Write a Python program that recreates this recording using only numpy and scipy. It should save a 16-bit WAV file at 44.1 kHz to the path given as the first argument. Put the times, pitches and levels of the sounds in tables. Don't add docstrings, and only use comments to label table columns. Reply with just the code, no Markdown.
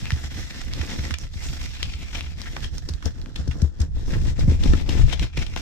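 import sys
import numpy as np
from scipy import signal
from scipy.fft import rfft, irfft, next_fast_len
from scipy.io import wavfile
from scipy.ndimage import uniform_filter1d

SR = 44100
rng = np.random.default_rng(int(sys.argv[2]) if len(sys.argv) > 2 else 0)


def persist_wave(psi):
    counts = np.round(np.clip(psi, -1, 1) * 32767).astype(np.int16)
    wavfile.write(sys.argv[1], SR, np.atleast_2d(counts).T)


N = 247386
TIME = np.arange(N) / SR

# time_s, bright_db, slack_db, left_db
HAND_GRIP = [(0.0, -1, -9, -0.5), (0.5, 1.5, -4, -0.5), (0.9, -0.5, 0, -1), (1.5, 1, -9.5, -1.5),
             (2.3, -2, -5, 3), (2.75, 3, -0.5, -3.5), (3.2, -0.5, 5.5, -2), (4.6, 0.5, 6, 4),
             (5.15, -5, 0.5, 5.5), (5.61, -1.5, -5.5, -1)]


def from_db(db):
    return 10 ** (np.asarray(db) / 20)


def unit_rms(x):
    return x / np.sqrt(np.mean(x ** 2) + 1e-20)


def curves(rows):
    time_s, *columns = np.transpose(rows)
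    return [np.interp(TIME, time_s, column) for column in columns]


def panned(left_db):
    gains = from_db(np.array([[.5], [-.5]]) * left_db)
    return gains / np.sqrt(np.mean(gains ** 2, axis=0))


def drift(rate_hz):
    knots = rng.standard_normal(8192)
    return unit_rms(np.interp(TIME * rate_hz, np.arange(len(knots)), knots))


def low_pass(x, hz):
    return signal.sosfilt(signal.butter(1, hz, fs=SR, output="sos"), x)


def resonance(x, hz, width_hz):
    r = np.exp(-np.pi * abs(width_hz) / SR)
    feedback = [1, -2 * r * np.cos(2 * np.pi * hz / SR), r * r]
    return signal.lfilter(np.array([1, 0, -1]) * (1 - r * r) / 2, feedback, x + 1e-18)


def moving_resonance(x, hz, width_hz):
    carrier = np.exp(2j * np.pi * np.cumsum(hz) / SR)
    return 2 * np.real(low_pass(x / carrier, hz=width_hz / 2) * carrier)


def coloured(x, spectrum):
    size = next_fast_len(N + SR // 2)
    size += size % 2
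    octave = np.log2(np.maximum(np.fft.rfftfreq(size, 1 / SR), 1))
    knot_hz, knot_db = np.transpose(spectrum)
    knots = np.log2(knot_hz)
    beyond = np.abs(octave - np.clip(octave, knots[0], knots[-1]))
    gain = unit_rms(from_db(np.interp(octave, knots, knot_db) - 20 * beyond))
    cepstrum = irfft(np.log(gain))[:size // 2]
    cepstrum[1:] *= 2
    return irfft(rfft(x, size) * np.exp(rfft(cepstrum, size)))[..., :N]


def room(x, t60_s):
    t = TIME[:SR // 2]
    tail = low_pass(rng.standard_normal((2, len(t))) * from_db(-60 * t / t60_s), hz=7100)
    return signal.fftconvolve(x, tail / np.sqrt(np.sum(tail ** 2) / 2), axes=1)[:, :N]


def air_rumble(friction_db, gain_db, lump_db, stroke_share, gesture_s, lean_db):
    # time_s, level_db
    motion = [(0.0, -36.5), (2.5, -35), (3.85, -32.5), (4.4, -22.5), (5.05, -21.5), (5.61, -32)]
    # freq_hz, level_db
    spectrum = [(18, 5.5), (52, 2), (74, 6.5), (95, -6), (150, -7.5), (260, -35)]
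    motion_db, = curves(motion)
    *_, left_db = curves(HAND_GRIP)
    swing_db = friction_db - uniform_filter1d(friction_db, size=int(gesture_s * SR))
    air = coloured(rng.standard_normal((2, N)), spectrum)
    air /= np.sqrt(uniform_filter1d(np.mean(air ** 2, axis=0), size=SR // 16))
    level_db = motion_db + stroke_share * swing_db + gain_db + lump_db * drift(20)
    return air * from_db(level_db) * panned(left_db + lean_db)


def finger_thumps(gain_db, push_s, push_hz, flesh_hz, left_db):
    # start_s, level_db
    bumps = [(0.02, -19), (0.118, -9.5), (0.234, -26), (0.376, -23), (0.79, -17), (0.989, -18.5),
             (1.103, -16.5), (1.23, -24), (1.353, -20), (2.896, -17), (3.048, -12), (3.186, -28),
             (3.385, -15), (3.48, -10), (3.62, -6), (3.797, -12), (3.96, -18.5), (4.17, -16),
             (4.265, -14.5), (4.472, -5.5), (4.64, -13.5), (4.89, -16), (4.983, -16), (5.2, -16),
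             (5.374, -15)]
    # pitch_hz, width_hz, level_db
    modes = [(74.1, 14.5, 4.5), (116.6, 13.3, -11)]
    out, t = np.zeros((2, N + SR)), TIME[:SR // 2]
    for start_s, level_db in bumps:
        roughness = rng.standard_normal(len(t)) + rng.standard_normal((2, len(t)))
        push = t * np.exp(-t / push_s) * roughness
        ring = sum(from_db(db) * resonance(push, hz, width_hz) for hz, width_hz, db in modes)
        boom = low_pass(ring, push_hz)
        start = int(start_s * SR)
        out[:, start:start + len(t)] += boom / np.abs(boom).max() * from_db(level_db + gain_db)
    flesh = signal.butter(4, flesh_hz, fs=SR, output="sos")
    return signal.sosfilt(flesh, out[:, :N] + 1e-18) * panned(left_db)


def rubber_slaps(gain_db, flutter_db, flutter_ms, q, left_db):
    # start_s, level_db, pitch_hz
    slaps = [(2.566, -21, 1100), (2.888, -28, 390), (3.062, -22.5, 387), (3.476, -26.5, 250),
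             (3.62, -29, 304), (3.645, -27, 328), (4.392, -26, 404), (4.479, -18.5, 192), (4.519, -19, 232),
             (4.659, -15, 245), (4.735, -14.5, 256), (4.891, -15.5, 296), (5.129, -19, 640),
             (5.374, -24.5, 298), (5.564, -19.5, 556)]
    out, t = np.zeros((2, N + SR)), TIME[:SR // 10]
    for start_s, level_db, hz in slaps:
        force = from_db(flutter_db) * np.exp(-1000 * t / flutter_ms) * rng.standard_normal((2, len(t)))
        force[:, 0] += 1
        pop = low_pass(resonance(force, hz, hz / q), hz)
        start = int(start_s * SR)
        out[:, start:start + len(t)] += pop / np.abs(pop).max() * from_db(level_db + gain_db)
    return out[:, :N] * panned(left_db)


def finger_pockets(x):
    # pitch_hz, width_hz, level_db
    pockets = [(3330, 220, -16), (5370, 150, -14)]
    return x + sum(from_db(db + 7.5) * resonance(x, hz, width_hz) for hz, width_hz, db in pockets)


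def fold_snaps(gain_db, peel_db, slips_per_s, creep_share, crack_db, q, lag_ms):
    # time_s, level_db, pitch_hz, peel_ms, left_db
    folds = [(0.056, -24.5, 2170, 0.71, 6), (0.1057, -17, 1860, 0.89, 2), (0.12, -21.5, 2670, 2.2, 5),
             (0.7361, -20, 4000, 1.1, -10), (1.109, -20, 1680, 2, -5), (1.141, -16.5, 2380, 2.6, 2),
             (1.186, -23.5, 7200, 0.63, -17), (1.8297, -12.5, 3170, 2.04, 4.5),
             (2.2086, -21.5, 2600, 0.61, 2), (2.417, -24.5, 4500, 1.2, 7), (2.566, -22, 1980, 2.4, -4),
             (2.643, -24, 2900, 6.8, 5), (2.782, -25, 5300, 2, -2), (2.8903, -21, 4840, 6.7, 5),
             (2.938, -30, 4050, 2.4, 15), (3.027, -28, 1430, 4.3, -7), (3.058, -19.5, 5400, 4.2, 6),
             (3.216, -34.5, 4000, 0.51, -8), (3.26, -34.5, 1550, 1.7, 7), (3.36, -21, 3170, 4.3, 4),
             (3.478, -31.5, 5500, 4.2, 7), (3.513, -27.5, 2230, 7.4, -13), (3.619, -24, 5500, 2.9, 4),
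             (3.804, -25.5, 6400, 4.4, 3), (3.818, -24, 5260, 5, -4), (4.396, -23, 4970, 7.8, 7),
             (4.637, -21, 3280, 3.9, 9), (4.735, -19.5, 1370, 5.2, 4), (4.893, -18.5, 3000, 4.9, 5),
             (5.099, -25.5, 2500, 3.4, 9), (5.131, -14.5, 2960, 10, 13), (5.196, -19.5, 2920, 2.6, 4),
             (5.228, -22.5, 2360, 6, 1), (5.375, -17.5, 2300, 6.7, 0), (5.466, -25.5, 2860, 3, 16),
             (5.563, -20.5, 3000, 1, 16), (5.5749, -22.5, 2250, 4, 15)]
    # freq_hz, level_db
    spectrum = [(150, 5.5), (1100, 10.5), (6000, 9), (9500, 0), (15000, -6)]
    out, lead = np.zeros((2, N + SR)), SR // 20
    t_ms = np.arange(-lead, lead) * 1000 / SR
    for time_s, level_db, hz, peel_ms, left_db in folds:
        peel = np.exp(-(t_ms / np.where(t_ms < 0, creep_share * peel_ms, peel_ms)) ** 2)
        force = from_db(peel_db) * peel_ms * peel * rng.standard_normal((2, len(t_ms)))
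        force *= rng.random(len(t_ms)) < slips_per_s / SR
        force[0, lead] += 1
        force[1, lead + int(lag_ms * SR / 1000)] += 1
        ring = unit_rms(resonance(force, hz, hz / q))
        crack = from_db(crack_db) * unit_rms(low_pass(force, 2 * hz))
        snap = unit_rms(ring + crack) * from_db(level_db + gain_db)
        start = int(time_s * SR)
        out[:, start:start + 2 * lead] += snap * panned(left_db)
    return coloured(finger_pockets(out[:, lead:lead + N]), spectrum)


def stroke_friction_db(attack_s, release_s, resting_db):
    # start_s, length_s, level_db
    strokes = [(0.0, .27, -34.5), (0.328, 0.079, -32.5), (0.418, 0.3, -38.5), (0.755, 0.36, -32.5),
               (1.219, 0.035, -37), (1.342, 0.15, -39), (1.428, 0.14, -32.5), (1.607, 0.048, -31.5),
               (1.691, 0.26, -38.5), (2, 0.03, -35), (2.072, 0.25, -40.5), (2.152, 0.037, -30),
               (2.382, 0.28, -38), (2.745, 0.031, -38.5), (2.833, 0.13, -45.5), (3.064, 0.0064, -33.5),
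               (3.167, 0.13, -47), (3.367, 0.044, -42.5), (3.466, 0.2, -45), (3.811, 0.028, -40.5),
               (3.962, 0.073, -43.5), (4.083, 0.085, -34.5), (4.214, 0.095, -38), (4.395, 0.033, -36.5),
               (4.478, 0.079, -37), (4.629, 0.079, -33.5), (4.722, 0.1, -35), (4.894, 0.13, -30.5),
               (5.082, 0.065, -33.5), (5.219, 0.022, -28.5), (5.386, 0.039, -31.5), (5.436, 0.13, -40.5),
               (5.583, 0.018, -31)]
    power = from_db(resting_db) ** 2
    for start_s, length_s, level_db in strokes:
        t = TIME - start_s
        envelope = np.exp(np.minimum(t, 0) / attack_s - np.maximum(t - length_s, 0) / release_s)
        power = power + (envelope * from_db(level_db)) ** 2
    return 10 * np.log10(power)


def slips(per_s, spread_db, scatter_db, lag_ms, phase_bias):
    at = np.flatnonzero(rng.random(N) < per_s / SR)
    size = from_db(spread_db * np.minimum(rng.exponential(1, N), 4))[at]
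    size *= rng.choice([-1, 1], N)[at]
    place, lag, facing = rng.standard_normal((3, N))[:, at]
    left, right = size * panned(scatter_db * place)
    delay = np.round((1 + lag / 2) * lag_ms * SR / 1000).astype(int)
    out = np.zeros((2, N))
    out[0, at] = left
    out[1, (at + delay) % N] = right * np.sign(facing + phase_bias)
    return unit_rms(out)


def wrinkles(patches_hz, per_s, cluster_db):
    rate_hz = per_s * from_db(cluster_db * drift(25))
    crinkle = np.zeros((2, N))
    for hz in patches_hz:
        ticks = slips(rate_hz, spread_db=3.5, scatter_db=-1.0, lag_ms=0.13, phase_bias=0.81)
        crinkle += resonance(ticks, hz, hz / 2)
    return unit_rms(crinkle)


def rubbing(friction_db, hiss_db, crinkle_db, stickiness, flap_db, judder_db, shimmer_db, palm_db):
    # time_s, pitch_hz
    palm = [(0.0, 1930), (1.55, 2080), (1.8, 2400), (2.75, 1830), (3.5, 1560), (4.3, 2000), (5.61, 2360)]
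    # freq_hz, level_db
    slide_spectrum = [(430, -22.5), (690, 2.5), (1050, -8), (1450, -8.5), (1900, -13), (2500, -10),
                      (3500, -4.5), (5500, -2.5), (7500, -6.5), (10000, -14.5), (14800, -13), (15600, -55)]
    # freq_hz, level_db
    flap_spectrum = [(90, -3.5), (250, -3), (400, -9.5), (1100, -24.5)]
    bright_db, slack_db, left_db = curves(HAND_GRIP)
    palm_hz, = curves(palm)
    hiss = slips(per_s=9000, spread_db=2.0, scatter_db=6.0, lag_ms=0.12, phase_bias=2)
    hiss += low_pass(hiss * (from_db(judder_db * drift(130)) - 1), hz=4100)
    patches_hz = np.geomspace(1400, 7000, num=9)
    hiss += sum(from_db(shimmer_db + 5.4 * drift(15)) * resonance(hiss, hz, hz / 6) for hz in patches_hz)
    stick_db = stickiness * (friction_db.mean() - friction_db)
    slide = hiss + from_db(crinkle_db + stick_db) * wrinkles(patches_hz, per_s=70, cluster_db=7)
    slide += from_db(palm_db) * moving_resonance(slide, palm_hz, width_hz=480)
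    slide = unit_rms(coloured(finger_pockets(slide), slide_spectrum))
    dull = low_pass(slide, hz=3420)
    slide = dull * from_db(-bright_db / 2) + (slide - dull) * from_db(bright_db)
    pulses = slips(per_s=650, spread_db=3.5, scatter_db=4.5, lag_ms=0.24, phase_bias=0.3)
    flaps = from_db(slack_db + flap_db) * unit_rms(coloured(pulses, flap_spectrum))
    return (from_db(hiss_db) * slide + flaps) * from_db(friction_db) * panned(left_db)


def scene():
    friction_db = stroke_friction_db(attack_s=0.023, release_s=0.02, resting_db=-57)
    gloves = rubbing(friction_db, hiss_db=-5.5, crinkle_db=-2.5, stickiness=0.15, flap_db=-4.5,
                     judder_db=5.0, shimmer_db=-5, palm_db=14)
    gloves += fold_snaps(gain_db=-26.0, peel_db=-13, slips_per_s=3500, creep_share=0.58,
                         crack_db=-3.5, q=3.4, lag_ms=0.07)
    gloves += rubber_slaps(gain_db=2.0, flutter_db=-13.0, flutter_ms=2.54, q=1.68, left_db=6.5)
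    rumble = air_rumble(friction_db, gain_db=3, lump_db=3, stroke_share=0.39, gesture_s=0.73, lean_db=-2)
    thumps = finger_thumps(gain_db=0.5, push_s=0.0046, push_hz=174, flesh_hz=210, left_db=1.0)
    return gloves + from_db(-11.0) * room(gloves, t60_s=0.13) + rumble + thumps


def record(dry):
    cutoff_hz = 15600
    return signal.sosfilt(signal.ellip(10, .1, 80, cutoff_hz, fs=SR, output="sos"), dry)


dry = scene()
out = record(dry)
persist_wave(out)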